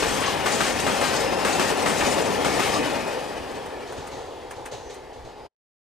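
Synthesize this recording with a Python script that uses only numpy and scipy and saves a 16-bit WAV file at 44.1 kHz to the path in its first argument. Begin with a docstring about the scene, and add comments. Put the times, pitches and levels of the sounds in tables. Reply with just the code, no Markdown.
"""A freight train rolls away

The last tank wagons pass a few metres to the left and fade away behind the listener. Each axle bangs
over a rail joint (a gap between rails) and shakes the loose brake gear, while track and wheels roar
and ring. Two seconds later the same axles tick on the next joint. Then the sound is switched off."""
import sys
import numpy as np
from scipy import signal
from scipy.fft import rfft, irfft, next_fast_len
from scipy.io import wavfile
from scipy.ndimage import uniform_filter1d, map_coordinates

SR = 44100
rng = np.random.default_rng(int(sys.argv[2]) if len(sys.argv) > 2 else 0)


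def store_pcm(level_fs):
    """Save levels as 16-bit WAV."""
    pcm = np.round(np.clip(level_fs, -1, 1) * 32767).astype(np.int16)
    wavfile.write(sys.argv[1], SR, np.atleast_2d(pcm).T)


N = 263707
SPEED_M_PER_S, TAIL_PASSES_S, TRACK_DISTANCE_M = 11.3, 2.61, 4.26
TOP_HZ = 15500  # the highest pitch heard

# Bogies (frames with two axles) cross the near joint. Each row: start in seconds, bang in dB,
# crack in dB, amount of shaking, level at the next joint in dB. All table levels are relative.
BOGIE_CROSSINGS = [(-0.1212, -13, -33.5, 0.95, -37), (0.4587, -12, -28, 0.88, -37.5),
                   (0.865, -13, -29.5, 0.74, -34), (1.4477, -12.5, -27, 1.0, -38.5),
                   (1.8586, -12.5, -29.5, 1.1, -36), (2.4455, -14, -29, 0.73, -33)]
def axles():
    """Each bogie meets a joint twice, so every row above becomes two, one for each axle."""
    gap_s, gap_growth = .1455, .0012  # the time between axles grows as the train slows
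    harder_db = 1.5  # the second axle hits the next joint harder
    return [(s + second * (gap_s + gap_growth * s), bang_db, crack_db, shaking,
             next_db + (second - .5) * harder_db)
            for s, bang_db, crack_db, shaking, next_db in BOGIE_CROSSINGS for second in (False, True)]


# The tone of a deep bang and of a sharp steel crack. Each row: pitch in Hz, level in dB.
BANG_TONE = [(60, -14.5), (150, 5.5), (350, 10), (800, 1.5), (1200, 7), (1900, 3.5), (2800, 0.5),
             (4000, -10), (7000, -26), (15000, -48.5)]
CRACK_TONE = [(1500, -27), (3800, -1.5), (6000, -2.5), (8300, -1), (10500, -12), (15500, -19.5)]
def joint_blows(rebound_s=.034, rebound_db=-6):
    """A wheel drops into the rail gap and lands again more softly; the bogie and tank ring on."""
    out, t = np.zeros((2, N)), np.arange(SR // 3) / SR
    contact = (1 + .45 * np.exp(-t / .007)) * (1 - np.exp(-t / .0006))  # hardest at first touch
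    for s, bang_db, crack_db, _, _ in axles():
        bang = amp(bang_db - 11.5) * noise(BANG_TONE, len(t))
        crack = amp(crack_db - 5.5) * noise(CRACK_TONE, len(t))
        add(out, s, contact * (ring_down(bang + crack) + amp(bang_db - 17) * bogie_ring(t)))
        bounce = amp(bang_db - 11.5 + rebound_db - 60 * t / .2) * (1 - np.exp(-t / .005))
        rebound = bounce * noise(BANG_TONE, len(t))
        add(out, s + rebound_s * rng.uniform(.7, 1.3), rebound)
    return out


# How long a struck wagon rings. Each row: pitch in Hz, fade time in seconds (to drop by 60 dB).
WAGON_FADE = [(100, 0.14), (600, 0.39), (1500, 0.32), (4000, 0.44), (12000, 0.4)]
def ring_down(x, hold_s=0.0072):
    """A struck wagon holds its sound for a moment, then each pitch dies at its own speed."""
    hz, t, bands = signal.stft(x, SR, nperseg=256)
    decay = amp(-60 * np.maximum(t - hold_s, 0) / along(WAGON_FADE, hz)[:, None])
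    return signal.istft(bands * decay, SR, nperseg=256)[1][:, :x.shape[-1]]


# The bogie frame's own notes. Each row: pitch in Hz, level in dB, fade time in seconds.
BOGIE_NOTES = [(434, -5.5, .22), (847, 3, 0.42), (976, 1.5, 0.18), (1375, -2, .25), (1650, -6.5, .22),
               (2140, -8.5, .17), (2500, -7.5, .15), (3190, -13, 0.18)]
def bogie_ring(t):
    """The steel frame rings with a new mix of its notes at every blow."""
    hz, db, fade_s = np.transpose(BOGIE_NOTES)[:, :, None]
    strengths = amp(db + rng.normal(0, 5.8, hz.shape))
    waves = np.sin(2 * np.pi * (hz * t + rng.random((2, len(hz), 1))))
    notes = strengths * waves * amp(-60 * t / fade_s)
    return notes.sum(axis=1) / np.linalg.norm(strengths)


# The loudest strikes of brake rods and chains. Each row: start in seconds, level in dB, pitch in Hz.
BRAKE_STRIKES = [(0.1394, -18, 7350), (0.2, -19, 8920), (0.259, -15.5, 5260), (0.519, -13, 6870),
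                 (0.547, -15.5, 7840), (0.6645, -16, 5920), (0.798, -17, 8250), (1.1594, -15, 4920),
                 (1.201, -19, 7700), (1.5244, -15.5, 5210), (1.894, -19, 8170), (2.0624, -16, 6900),
                 (2.111, -16, 7500), (2.7388, -13.5, 5280)]
def brake_gear(rattles=14):
    """Loose rods and chains strike, and rattle for a moment after each blow."""
    out = np.zeros((2, N))
    for s, db, pitch_hz in BRAKE_STRIKES:
        add(out, s, amp(db - 13) * clink(pitch_hz, fade_s=0.17, count=28))
    for s, _, _, shaking, _ in axles():
        for delay, db in zip(rng.gamma(2.4, .042, rattles), rng.normal(0, 2.5, rattles)):
            add(out, s + delay, shaking * amp(db - 36.5) * clink(7600, fade_s=0.115, count=8))
    return out


def clink(pitch_hz, fade_s, count, spread=.3, size=4096):
    """A small steel part is struck and rings with unrelated notes scattered around one pitch."""
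    t = np.arange(size) / SR
    hz = np.minimum(pitch_hz * np.exp(spread * rng.standard_normal(count)), TOP_HZ)
    strengths = amp(rng.normal(0, 2.7, count) + along(CRACK_TONE, hz))
    notes = np.zeros((2, size // 2 + 1), complex)
    notes[:, (hz * size / SR).astype(int)] = strengths * np.exp(2j * np.pi * rng.random((2, count)))
    return unit(irfft(notes)) * amp(-60 * t / fade_s) * (1 - np.exp(-t / 0.003))


# The track's roar; some wagons run rougher than others. Each row: time in seconds, level in dB.
ROAR_LEVELS = [(0.0, -29), (1.04, -27), (1.91, -25.5), (2.7, -26.5)]
# The tone of the ground, the track, the treads (the wheels' running surfaces) and their hiss.
# Each row: pitch in Hz, level in dB.
GROUND_TONE = [(15, -24.5), (30, -2.5), (48, -1.5), (70, 5), (100, 2.5), (135, 3), (190, -7), (300, -27.5),
               (500, -79)]
TRACK_NEAR_TONE = [(76, -44), (130, -8), (291, 0.5), (334, -4), (400, 1), (544, 2), (632, -2.5), (818, 1),
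                   (959, -4.5), (1400, -16), (1820, -45.5), (3080, -120)]
TRACK_FAR_TONE = [(76, -39), (130, -20), (194, -19.5), (269, -6), (318, -8.5), (384, -0.5), (433, -0.5),
                  (513, 0), (595, -6), (677, -5), (843, -2.5), (1090, -14), (1400, -18.5), (1820, -36),
                  (3080, -120)]
TREAD_NEAR_TONE = [(590, -36), (1000, -2.5), (1510, -3), (1770, -3), (2200, -2.5), (2510, -7), (2720, -3.5),
                   (3730, -9), (4500, -16), (5850, -42.5), (9900, -120)]
TREAD_FAR_TONE = [(650, -26.5), (1100, -1), (1320, -7), (1730, -1), (2200, -6), (3000, -6.5), (3750, -11.5),
                  (4800, -12.5), (6200, -39.5), (10000, -89.5)]
HISS_TONE = [(2240, -19.5), (3800, -5), (5200, -1), (5690, -3), (9140, -8.5), (14600, -21), (15400, -23.5),
             (16000, -39)]
def rolling(near, doublings):
    """Rough wheels on rough rails shake ground, track and wheels; all fade as the distance doubles."""
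    def receding(near_tone, far_tone):
        return np.sqrt(near) * noise(near_tone) + np.sqrt(1 - near) * noise(far_tone)
    shaking = shake()
    ground_db = -43.5 - 5.5 * doublings
    track_db = over_time(ROAR_LEVELS) + 0.14 - 6 * doublings
    wheel_db = -33 + 1.73 * shaking - 7.25 * doublings
    hiss_db = -38.5 + 3 * shaking - 8.5 * doublings
    ground = amp(ground_db + .8 * wobble(8.5)) * noise(GROUND_TONE)
    track = amp(track_db + 0.73 * wobble(35)) * patchy(receding(TRACK_NEAR_TONE, TRACK_FAR_TONE), 0.5)
    roughness = wobble(45) * (.4 + 0.51 * near)  # distance evens out the single bumps
    tread = amp(wheel_db + 1.1 * roughness) * patchy(receding(TREAD_NEAR_TONE, TREAD_FAR_TONE), 2.6)
    hiss = amp(hiss_db + 1.5 * roughness) * patchy(noise(HISS_TONE), 1.5)
    return ground + track + tread + hiss + wheel_ring(wheel_db)


def shake(peak_s=.068):
    """How hard the wagons shake: a quick swell after each blow, then a slower settling."""
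    t, total = np.arange(N) / SR, np.zeros(N)
    for s, _, _, shaking, _ in axles():
        age = np.maximum(t - s, 0) / peak_s
        total += shaking * age * np.exp(1 - age)
    return total


# The wheel discs' own notes. Each row: pitch in Hz, width in Hz, level in dB.
WHEEL_NOTES = [(1790, 120, 5), (2500, 100, 5), (3230, 58, -4), (4370, 140, -12), (5340, 59, -20),
               (6400, 120, -19.5)]
def wheel_ring(wheel_db, peak_db=-2.5, alongside_db=-6, rise_db_per_s=16.5, fall_db_per_s=8):
    """The wheel discs ring at their own notes, most clearly just after the last wagon has passed."""
    def discs(f):
        return sum(amp(db) * 1j * f * width / (hz * hz - f * f + 1j * f * width) * (-1) ** k
                   for k, (hz, width, db) in enumerate(WHEEL_NOTES))
    since_peak = np.arange(N) / SR - TAIL_PASSES_S - 0.23
    rising = np.maximum(peak_db + rise_db_per_s * since_peak, alongside_db)
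    share_db = np.minimum(rising, peak_db - fall_db_per_s * since_peak)
    return amp(wheel_db + share_db) * unit(filtered(rng.standard_normal((2, N)), discs))


# Ringing notes in the steel: the coupling's clank rings, then wheels and rails sing.
# Each row: start and end in seconds, pitch in Hz, width in Hz, level in dB.
STEEL_NOTES = [(0.2, 0.33, 1060, 220, -30), (0.95, 1.5, 5150, 140, -43), (1.1, 1.9, 2690, 200, -40),
               (2.5, 3.3, 2514, 120, -47), (2.62, 2.98, 273, 80, -34.5), (2.713, 2.8, 1145, 119.8, -32.5),
               (2.79, 3.0, 580, 300, -30.5), (3.07, 3.22, 530, 140, -32.5), (4.75, 5.0, 6170, 1000, -56.5),
               (5.267, 5.55, 4920, 250, -64)]
# The bare rail whistles behind the train. Each row: pitch in Hz, width in Hz, level in dB.
RAIL_WHISTLES = [(4780, 130, -56), (10120, 130, -63.5), (12600, 110, -68)]
def ringing_steel(whistle_s=0.95):
    """Single notes swell, flutter and fade, set off first by the coupling's clank, then by rolling."""
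    out = np.zeros((2, N))
    whistles = [(TAIL_PASSES_S, TAIL_PASSES_S + whistle_s, *note) for note in RAIL_WHISTLES]
    for start, end, hz, width_hz, db in list(STEEL_NOTES) + whistles:
        swell = np.sqrt(np.hanning(max(round((end - start) * SR), 2)))
        white = rng.standard_normal((2, len(swell)))
        note = filtered(white, lambda f: 1 / (1 + ((f - hz) / width_hz * 2) ** 2))
        add(out, start, amp(db + 1.2 * wobble(22, len(swell))) * swell * unit(note))
    return out


# Wagon gear clatters far away.
# Each row: start in seconds, clatter in dB, thud in dB, fade time in seconds.
FAR_CLATTERS = [(3.5494, -36, -42, 0.21), (3.8691, -36, -43, .5), (3.965, -34, -27, .5),
                (4.1092, -36.5, -28.5, 1.25), (4.5538, -40, -30, 0.42), (4.712, -30, -26, .45),
                (4.895, -34, -44, .4), (5.127, -42, -47.5, .45), (5.2438, -41.5, -34.5, .4)]
# The tone of a tick in the rail, a far clang and far gear. 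Each row: pitch in Hz, level in dB.
TICK_TONE = [(1500, -19.5), (3500, -27.5), (5500, -2), (7200, 5), (8200, 4), (9200, 7.5), (10300, -9),
             (13000, -4), (15500, -19.5)]
CLANG_TONE = [(150, -13), (450, 0), (900, 0), (1250, -3), (1750, -1), (2500, -7), (3500, -14.5),
              (7000, -22.5), (15000, -49)]
GEAR_TONE = [(700, -15), (1700, 8), (2600, 6), (4000, 11), (5200, 3.5), (6500, 8), (9000, -4.5),
             (15000, -23)]
def far_joint(next_joint_s=2.067, swell_s=0.013):
    """The long rail smears each blow on the next joint into a tick; clatter follows through the air."""
    out, t = np.zeros((2, N)), np.arange(2 * SR // 3) / SR
    rise, after = np.minimum(t / swell_s, 1) ** 2, np.maximum(t - swell_s, 0)
    def tick(db):
        return rise * amp(db - 10 - 60 * after / .09) * noise(TICK_TONE, len(t))
    for s, _, _, _, db in axles():
        clang = rise * amp(db - 3 - 60 * after / 0.14) * noise(CLANG_TONE, len(t))
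        add(out, s + next_joint_s - swell_s, tick(db) + clang)
    add(out, 4.945 - swell_s, tick(db=-39.5))  # one more tick from far behind
    for s, db, thud_db, fade_s in FAR_CLATTERS:
        thud = noise(TRACK_FAR_TONE, len(t)) + amp(-9) * noise(GROUND_TONE, len(t))
        clatter = amp(db - 9.5) * noise(GEAR_TONE, len(t)) + amp(thud_db - 8.5) * thud
        add(out, s, clatter * (1 - np.exp(-t / 0.0056)) * amp(-60 * t / fade_s))
    return out


def coupling(start_s=.218, db=-25.5, rise_s=.012):
    """The link between two wagons pulls tight once: a cushioned blow that rings the wagon."""
    out, t = np.zeros((2, N)), np.arange(SR // 3) / SR
    clank = ring_down(noise(TREAD_NEAR_TONE, len(t)))
    add(out, start_s, amp(db) * (1 - np.exp(-t / rise_s)) * clank)
    return out


# Low thumps: a ground thud at the start, then soft buffets of air.
# Each row: time of the peak in seconds, level in dB.
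LOW_THUMPS = [(0.09, -38), (2.05, -42), (3.43, -47), (5.24, -47)]
# The deep tone of the breeze and the thumps. Each row: pitch in Hz, level in dB.
RUMBLE_TONE = [(15, -8.5), (30, -1.5), (60, 3.5), (80, -1.5), (120, -9.5), (250, -38), (500, -81)]
def breeze_and_thumps(breeze_db=-56.5, thump_s=.04):
    """Air stirred by the train blows softly; the ground thuds once, then the air buffets a few times."""
    t = np.arange(N) / SR
    thumps = sum(amp(db) * np.exp(-((t - s) / thump_s) ** 2) for s, db in LOW_THUMPS)
    return (amp(breeze_db + 2.2 * wobble(14)) + thumps) * noise(RUMBLE_TONE)


# How alike left and right sound. Each row: pitch in Hz, likeness from 0 to 1.
SIDE_LIKENESS = [(40, .93), (350, .985), (800, .94), (1400, .85), (2300, .83), (4200, .58), (8500, .62),
                 (15000, .3)]
# How far the left wave runs ahead. Each row: pitch in Hz, lead in radians at a lead_share of 1.
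LEFT_LEAD = [(40, -.6), (130, -1.15), (280, -1.4), (750, -1), (1100, -1.1), (2000, -.35), (3500, .1),
             (8000, 0), (14000, .4)]
# How much louder the left is, with the train near and far. Each row: pitch in Hz, extra level in dB.
LEFT_BOOST_NEAR = [(60, 1.5), (110, 1.5), (200, 2.0), (380, 2.1), (700, 6.8), (1290, 4.3), (2380, 3.4),
                   (4400, 7.2), (8120, 4.5), (15000, 3.5)]
LEFT_BOOST_FAR = [(60, 0.007), (110, 0.0), (200, 0.0), (380, 0.5), (700, 0.87), (1290, 1.5), (2380, 1.5),
                  (4400, -0.52), (8120, 0.5), (15000, 0.88)]
def stereo(pair, left_boost, lead_share):
    """Left and right get the same bass slightly out of step, and partly unrelated treble."""
    def response(hz):
        alike = np.clip(along(SIDE_LIKENESS, hz), 0, 1)
        turn = np.arccos(alike) / 2
        shared, apart = np.cos(turn), np.sin(turn)
        lead = lead_share * along(LEFT_LEAD, hz)
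        gain = amp(along(left_boost, hz) / 2)
        centre = np.sqrt(gain ** 2 + gain ** -2 + 2 * alike * np.cos(lead)) / 2
        left = gain * np.exp(1j * lead / 2)
        return np.array([[left * shared, left * apart], [shared / left, -apart / left]]) / centre
    return filtered(pair, response).sum(axis=1)


def amp(db):
    """Turn decibels into a number to multiply by."""
    return 10 ** (np.asarray(db) / 20)


def unit(x):
    """Scale a signal to an average strength (rms) of 1."""
    return x / np.sqrt(np.mean(x ** 2) + 1e-20)


def along(points, hz):
    """Read between the rows of a table of pitches and values, on a musical (log) scale."""
    pitches, values = np.transpose(points)
    return np.interp(np.log(hz + 1), np.log(pitches + 1), values)


def over_time(rows):
    """Turn a table of times and values into one value for each sample."""
    return np.interp(np.arange(N) / SR, *np.transpose(rows))


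def wobble(rate, size=N, step=32):
    """A smooth curve through `rate` random points a second."""
    coarse = np.arange(0, size + step, step)
    smooth = map_coordinates(rng.standard_normal(int(size * rate / SR) + 4), [coarse * rate / SR])
    return np.interp(np.arange(size), coarse, smooth)


def filtered(x, response):
    """Change the strength and timing of each pitch in x by response(hz)."""
    size = x.shape[-1]
    padded = next_fast_len(size + 8192)
    return irfft(rfft(x, padded) * response(np.fft.rfftfreq(padded, 1 / SR)), padded)[..., :size]


def noise(tone, size=N):
    """Two unrelated noises, shaped by a tone table."""
    return unit(filtered(rng.standard_normal((2, size)), lambda hz: amp(along(tone, hz))))


def patchy(x, depth_db):
    """Narrow bands of pitch swell and fade at random, as the many notes of steel parts do."""
    bands = signal.stft(x, nperseg=1024)[2]
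    swells = uniform_filter1d(rng.standard_normal(bands.shape[1:]), size=3, axis=0)  # smooth in pitch
    swells = uniform_filter1d(swells, size=9, axis=1)  # and in time
    return unit(signal.istft(bands * amp(depth_db * unit(swells)), nperseg=1024)[1][:, :N])


def add(track, s, sound):
    """Mix a sound in at s seconds; it may already be under way at time zero."""
    start = round(s * SR)
    sound = sound[..., max(-start, 0):]
    part = track[:, max(start, 0):][:, :sound.shape[-1]]
    part += sound[..., :part.shape[-1]]


def scene():
    """The train moves from the left to behind the listener; once its tail passes, the distance grows."""
    turn_m, steepness = 8.9, 2.8  # where and how sharply "alongside" turns into "behind"
    behind_m = SPEED_M_PER_S * np.maximum(np.arange(N) / SR - TAIL_PASSES_S, 0)
    doublings = np.log2(np.hypot(1, behind_m / TRACK_DISTANCE_M))  # of the distance to the train
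    near = 1 / (1 + (behind_m / turn_m) ** steepness)
    train = rolling(near, doublings) + breeze_and_thumps() + ringing_steel()
    train += joint_blows() + coupling() + brake_gear() + far_joint()
    alongside = stereo(train, LEFT_BOOST_NEAR, lead_share=1)
    behind = stereo(train, LEFT_BOOST_FAR, lead_share=0.8)
    return near * alongside + (1 - near) * behind


# The overall volume. Each row: time in seconds, level in dB.
VOLUME = [(0, 0), (5.465, 0), (5.48, -22), (5.49, -49.5), (5.6, -67.5), (5.98, -100)]
def record(dry):
    """The sound is switched off at the end, and the very highest treble is cut away."""
    faded = dry * amp(over_time(VOLUME))
    return filtered(faded, lambda hz: 1 / np.sqrt(1 + (hz / TOP_HZ) ** 160))


dry = scene()
out = record(dry)
store_pcm(out)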